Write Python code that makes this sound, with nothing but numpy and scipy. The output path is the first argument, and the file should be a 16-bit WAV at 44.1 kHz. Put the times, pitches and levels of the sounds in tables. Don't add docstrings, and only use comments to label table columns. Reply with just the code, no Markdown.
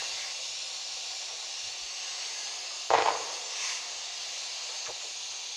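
import sys
import numpy as np
from scipy import signal
from scipy.fft import irfft
from scipy.io import wavfile
from scipy.ndimage import uniform_filter1d, map_coordinates

SR = 44100
rng = np.random.default_rng(int(sys.argv[2]) if len(sys.argv) > 2 else 0)


def unload_wav(signal):
    wavfile.write(
        sys.argv[1],
        SR,
        np.round(np.clip(np.atleast_2d(signal).T, -1, 1) * 32767).astype(np.int16),
    )


def decibels_to_gain(level_db):
    exponent = np.asarray(level_db, float) / 20
    return 10 ** exponent


N = 245195


def evened(x):
    return x / np.sqrt(np.mean(x ** 2) + 1e-20)


def read(points, hz):
    f, value = np.transpose(points)
    return np.interp(np.log(hz + 1), np.log(f + 1), value)


def add(mix, s, sound):
    part = mix[max(round(s * SR), 0):][:len(sound)]
    part += sound[:len(part)]


def turbulence(shape, patchy_db, flicker_db):
    frames = N // 256 + 5
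    hz = np.fft.rfftfreq(1024, 1 / SR)[:, None]
    real, imaginary, patches = rng.standard_normal((frames, 513, 3)).T
    patches = uniform_filter1d(patches, size=14, axis=0)
    patches = evened(uniform_filter1d(patches, size=24, axis=1))
    flicker = evened(uniform_filter1d(rng.standard_normal(frames), size=5))
    level = decibels_to_gain(read(shape, hz) + patchy_db * patches + flicker_db * flicker)
    spectra = (real + 1j * imaginary) * level
    return evened(signal.istft(spectra, nperseg=1024, noverlap=768)[1][:N])


def tail(decays, colour, start_ms):
    taps = np.zeros(SR)
    at = np.arange(0, SR - 20, 20)
    taps[at + rng.integers(0, 20, len(at))] = rng.choice([-1., 1.], len(at))
    hz, t, z = signal.stft(taps, SR, nperseg=512)
    level_db = read(colour, hz)[:, None] - 60 * t / read(decays, hz)[:, None]
    out = signal.istft(z * decibels_to_gain(level_db), SR, nperseg=512)[1]
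    out *= np.clip(np.arange(len(out)) / SR / (start_ms / 1000), 0, 1)
    return out / np.linalg.norm(out)


# f/Hz, level/dB per Hz
HISS = [(940, -43.5), (1600, -22), (2200, -14), (2400, -6), (2600, -8), (2720, -4.5), (2980, -7),
        (3360, -5), (3640, -5), (3910, -4.5), (4380, -2.5), (4900, -4.5), (6520, -4), (7800, -17),
        (10100, -38.5), (17200, -120)]


def hiss(pressure_db):
    return decibels_to_gain(-37 + pressure_db) * turbulence(HISS, patchy_db=0.83, flicker_db=0.36)


# f/Hz, level/dB per Hz
FIZZ = [(4590, -14), (7800, -3.5), (8750, 0), (10900, -8), (11800, -15), (13300, -27), (13700, -37),
        (15100, -8.5), (15800, -29)]


def fizz(pressure_db):
    return decibels_to_gain(-61 + 1.6 * pressure_db) * turbulence(FIZZ, patchy_db=2.8, flicker_db=0.5)


# f/Hz, level/dB per Hz
ROAR = [(130, -66), (220, -27), (360, -13), (503, -5.5), (672, -3.5), (715, -1.5), (981, -2), (1170, -3.5),
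        (1380, -6), (1800, -9.5), (2340, -15), (3960, -120)]


def roar(pressure_db, choke_db):
    level_db = -52 + 0.7 * pressure_db + 0.14 * choke_db
    return decibels_to_gain(level_db) * turbulence(ROAR, patchy_db=0.65, flicker_db=1.55)


def throat(choke_db):
    shape = [(1200, -61), (1650, 0.0), (2100, 5.5), (2500, -7.0), (3200, -36)]
    return decibels_to_gain(-59 + choke_db) * turbulence(shape, patchy_db=3.0, flicker_db=1.0)


# f/Hz, level/dB per Hz
SPURT = [(600, -36), (1060, -3), (1400, -16), (2000, -4.5), (2600, 0.5), (3150, -8), (4500, -5), (6300, 0),
         (7800, -17), (10500, -27), (13500, -50), (15500, -42)]
SPURT_DB = -32


def spurt(t):
    peak_s, rise_s, fall_s, edge_db = 3.69, 0.23, 0.15, -25.5
    away = np.where(t < peak_s, (peak_s - t) / rise_s, (t - peak_s) / fall_s)
    return decibels_to_gain(SPURT_DB + edge_db * away ** 2.2) * turbulence(SPURT, patchy_db=0.7, flicker_db=0.5)


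# delay/ms, share of the direct sound
WALLS = [(1.097, .11), (1.38, .08), (1.8, .07), (2.54, .08), (5.374, .2), (5.62, .08), (6.111, .05),
         (6.4, .06), (7.183, -.05), (8.118, .05), (9.677, -.05), (12.14, .05), (12.491, .06), (14.184, .05),
         (16.344, -.07)]


def near_walls(gas, t):
    hz = np.fft.rfftfreq(4096, 1 / SR)
    echoes = sum(share * np.exp(-2j * np.pi * hz * ms / 1000) for ms, share in WALLS)
    comb = 1 + 1.3 * echoes
    wet = 0
    for k in range(3):
        far = tail([(300, 1.0), (3000, 0.56), (10000, 0.34)], [(100, 3.5), (3000, -5.3), (12000, 0)], start_ms=3.6)
        drift = np.cos(2 * np.pi * (0.12 * t + k / 6))
        wet = wet + signal.oaconvolve(gas * drift, far)[:N]
    gas = signal.oaconvolve(gas, irfft(comb))[:N] + decibels_to_gain(-4.5) * wet
    dip_hz, sharpness, share = 1520, 12.8, 0.32
    return gas - share * signal.lfilter(*signal.iirpeak(dip_hz, sharpness, SR), gas)


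# t/s, delay/ms, share of the treble reflected
HAND = [
    (0, 0.76, 0.19),
    (.6, 0.63, -0.42),
    (1.5, 0.62, -0.17),
    (2.2, 0.56, -0.23),
    (2.7, 0.513, -0.48),
    (3.4, 0.524, -0.19),
    (3.7, 0.35, -0.035),
    (5.56, 0.38, -0.35),
]


def hand(gas, t):
    s, ms, share = np.transpose(HAND)
    late = map_coordinates(gas, [np.arange(N) - np.interp(t, s, ms) * SR / 1000], order=3)
    treble = signal.butter(2, [4500, 12500], "band", fs=SR, output="sos")
    return gas + np.interp(t, s, share) * signal.sosfiltfilt(treble, late)


# t/s, gas pressure level/dB, choking of the vent level/dB
JET = [(0.01, 3.5, 15), (0.08, 2.5, 6), (0.25, 1.5, 13), (0.45, 0.5, -14), (0.8, 0, -5), (1.05, 1, -8),
       (1.35, -0.3, 0.5), (1.6, 0.5, 1), (1.9, -0.6, 1.5), (2.22, 1.5, 10.5), (2.62, 0, 6.5),
       (2.82, -0.3, -8), (3.42, 0.5, 6), (3.9, 0.2, 7), (4.0, -0.4, 4.5), (4.45, 0.7, 6.5), (4.9, -0.5, -1),
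       (5.55, -0.8, -8)]


def jet():
    t = np.arange(N) / SR
    s, pressure_db, choke_db = np.transpose(JET)
    pressure_db = np.interp(t, s, pressure_db)
    choke_db = np.interp(t, s, choke_db)
    gas = hiss(pressure_db) + fizz(pressure_db) + roar(pressure_db, choke_db) + throat(choke_db) + spurt(t)
    return decibels_to_gain(-3) * hand(near_walls(gas, t), t)


# t/s, peak level/dB, length/ms
POPS = [(2.9047, -11, 0.84), (2.9136, -13.5, 2.3), (2.9212, -16.5, 3.5), (2.9304, -21, 3.3),
        (2.9336, -16, 0.59), (2.938, -6.5, 1.7), (2.9447, -14.5, 3.5), (2.9517, -9, 2.2),
        (2.9616, -15, 0.6), (2.9714, -18, 1.4), (2.9805, -13.5, 0.63), (2.9866, -11, 0.91),
        (2.9965, -21, 0.9), (3.003, -15, 0.8), (3.012, -18.5, 1.8), (3.023, -11.5, 0.83),
        (3.0607, -15.5, 4), (3.0654, -17.5, 1.3), (3.0773, -16, 3), (3.086, -14, 4.3), (3.1052, -18, 1.6),
        (3.123, -30, 1.7), (3.1529, -23.5, 2.2)]


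def pops():
    out = np.zeros(N)
    t = np.arange(-220, 660) / SR
    for (s, db, ms), chance in zip(POPS, rng.standard_normal(len(POPS))):
        hz = (720 + 900 * (s - POPS[0][0])) * (1 + 0.06 * chance)
        u = abs(t) * 1000 / ms
        shape = np.where(t < 0, np.exp(-(u / 0.36) ** 2), np.exp(-(u / 0.7) ** 1.3))
        deeper = 0.17 * np.cos(2 * np.pi * 0.65 * hz * t)
        add(out, s - 220 / SR, -decibels_to_gain(db) * shape * (np.cos(2 * np.pi * hz * t) + deeper))
    return out


# t/s, peak level/dB
FRONTS = [(2.9049, -19.6), (2.9369, -19), (2.9438, -20), (2.9509, -24), (2.9659, -25), (2.9692, -25.5),
          (2.9725, -25.5), (2.9757, -19.5), (2.9827, -21), (2.9863, -17.5), (2.9961, -23.5), (3.0017, -26),
          (3.0073, -24), (3.0227, -16.5), (3.0585, -20), (3.0629, -26), (3.0748, -20.5), (3.0798, -24.5),
          (3.0852, -23), (3.0899, -24.5), (3.0939, -24.5)]


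def fronts():
    out = np.zeros(N)
    u = 2 * np.pi * 1750 * np.arange(660) / SR
    shock = (1 - u) * np.exp(-u)
    blunt = np.exp(-(np.arange(-20, 21) / SR * 1000 / 0.048) ** 2)
    shock = np.convolve(shock, blunt / blunt.sum())
    for s, db in FRONTS:
        add(out, s - 24 / SR, -decibels_to_gain(db + 12.5) * shock)
    grit = decibels_to_gain(-7) * tail([(1000, 0.044), (5000, 0.047)], [(600, -24), (1500, -1.0), (5000, 0)], start_ms=2.0)
    return out + signal.oaconvolve(out, grit)[:N]


# f/Hz, level/dB per Hz
BLAST = [(24, -77), (40, -51), (97, -10), (251, -26), (384, -9.5), (531, 5.5), (599, -7), (677, 4.5),
         (1030, 2), (1550, -10.5), (2060, -6.5), (3920, -21), (5000, -16), (6500, -45), (11000, -120)]
# f/Hz, t60/s
YARD = [
    (100, 1.2),
    (260, 1.84),
    (700, 1.47),
    (1840, 1.2),
]


def yard_answer():
    feed = np.zeros(N)
    for s, db, _ in POPS:
        add(feed, s, decibels_to_gain([db]))
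    near = decibels_to_gain(10) * tail([(100, 0.16), (700, 0.24), (3000, 0.18)], BLAST, start_ms=2.8)
    far = decibels_to_gain(5.5) * tail(YARD, BLAST, start_ms=72)
    return signal.fftconvolve(feed, near + far)[:N]


def crack():
    return housing(pops() + fronts()) + yard_answer()


def puffs(table, spread):
    out = np.zeros(N)
    t_ms = np.arange(6000) / SR * 1000
    for s, db, hz, ms in table:
        band = signal.butter(2, [hz / spread, hz * spread], "band", fs=SR, output="sos")
        envelope = (t_ms / ms) ** 0.21 * np.exp(-2.5 * t_ms / ms)
        puff = signal.sosfilt(band, rng.standard_normal(6000) * envelope)
        add(out, s, decibels_to_gain(db) * puff / abs(puff).max())
    return out


# t/s, peak level/dB, centre f/Hz, length/ms
KNOCKS = [
    (.019, -31, 700, 11),
    (1.309, -41, 470, 88),
    (4.689, -39.5, 730, 41),
    (4.892, -30.5, 500, 30),
    (5.012, -39.5, 1250, 17),
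    (5.03, -42, 480, 85),
]


def knocks():
    scuff = []
    for u in np.linspace(0, 1, 7):
        scuff.append((4.858 + 0.035 * u, -37, 2000 * (360 / 2000) ** u, 18))
    return housing(puffs(KNOCKS + scuff, spread=1.7))


# t/s, peak level/dB, f/Hz, length/ms
BUMPS = [
    (2.905, -48, 104, 90),
    (0.1, -60.5, 100, 140),
    (1.63, -56, 85, 77),
    (1.806, -54, 40.4, 28),
    (1.829, -62, 59.2, 27),
    (2.128, -67, 96.9, 40),
    (4.749, -68, 102, 45),
    (4.876, -53, 118, 58),
]


def bumps():
    return puffs(BUMPS, spread=1.5)


# f/Hz, level/dB
HOUSING = [(20, -30), (100, -12), (160, -16), (215, -34), (330, -6), (450, 0), (6000, 0), (8000, -20),
           (12000, -50), (22050, -70)]


def housing(x):
    log_gain = np.log(decibels_to_gain(read(HOUSING, abs(np.fft.fftfreq(8192, 1 / SR)))))
    phase = -signal.hilbert(log_gain).imag
    taps = np.fft.ifft(np.exp(log_gain + 1j * phase)).real[:4096]
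    return signal.oaconvolve(x, taps)[:N]


# f/Hz, level/dB per Hz
RUMBLE = [(15, -44), (25, -28), (54, -36), (86, 3), (102, 5), (145, -7), (220, -28), (290, -40),
          (480, -120)]


def rumble():
    return decibels_to_gain(-79) * turbulence(RUMBLE, patchy_db=4.0, flicker_db=2.0)


def capsule():
    shape = [(10000, -30), (12000, -4), (13500, -6), (15000, 0), (15700, -1.5)]
    return decibels_to_gain(-83) * turbulence(shape, patchy_db=0.25, flicker_db=2.0)


def scene():
    mono = jet() + crack() + knocks() + bumps() + rumble() + capsule()
    return np.tile(mono, (2, 1))


# t/s, centre f/Hz
SPLITS = [(0.246, 4800), (.673, 5130), (.85, 5470), (.85, 7600), (.85, 13100), (2.084, 4630),
          (2.084, 15000), (2.458, 5500), (3.46, 6300), (3.46, 11700), (4.174, 4800), (4.174, 12000),
          (4.174, 15000), (4.287, 5130), (4.287, 14100), (4.476, 7040), (4.957, 9600), (5.149, 10300)]


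def channel_splits(x):
    hz, t, z = signal.stft(x, SR, nperseg=512)
    gate = 0
    for s, centre_hz in SPLITS:
        band = abs(hz - centre_hz) < 650
        moment = np.cos(np.pi / 2 * np.clip((t - s) / 0.02, -1, 1))
        gate = gate + decibels_to_gain(-1) * band[:, None] * moment
    scrambled = z * gate * np.exp(2j * np.pi * rng.random(z.shape))
    side = signal.istft(scrambled, SR, nperseg=512)[1][:N]
    return side * np.array([[1], [-1]])


def roll_off(x):
    return signal.sosfilt(signal.butter(12, 16980, fs=SR, output="sos"), x)


def record(dry):
    dry = signal.lfilter(*signal.iirnotch(212, 3.5, SR), dry)
    dry = signal.lfilter(*signal.butter(1, 45, "high", fs=SR), dry)
    mix = dry + channel_splits(dry[0])
    edge = signal.firwin(801, 15720, window=("kaiser", 9), fs=SR)[None]
    mix = signal.oaconvolve(mix, edge, "same")
    return roll_off(mix)


dry = scene()
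out = record(dry)
unload_wav(out)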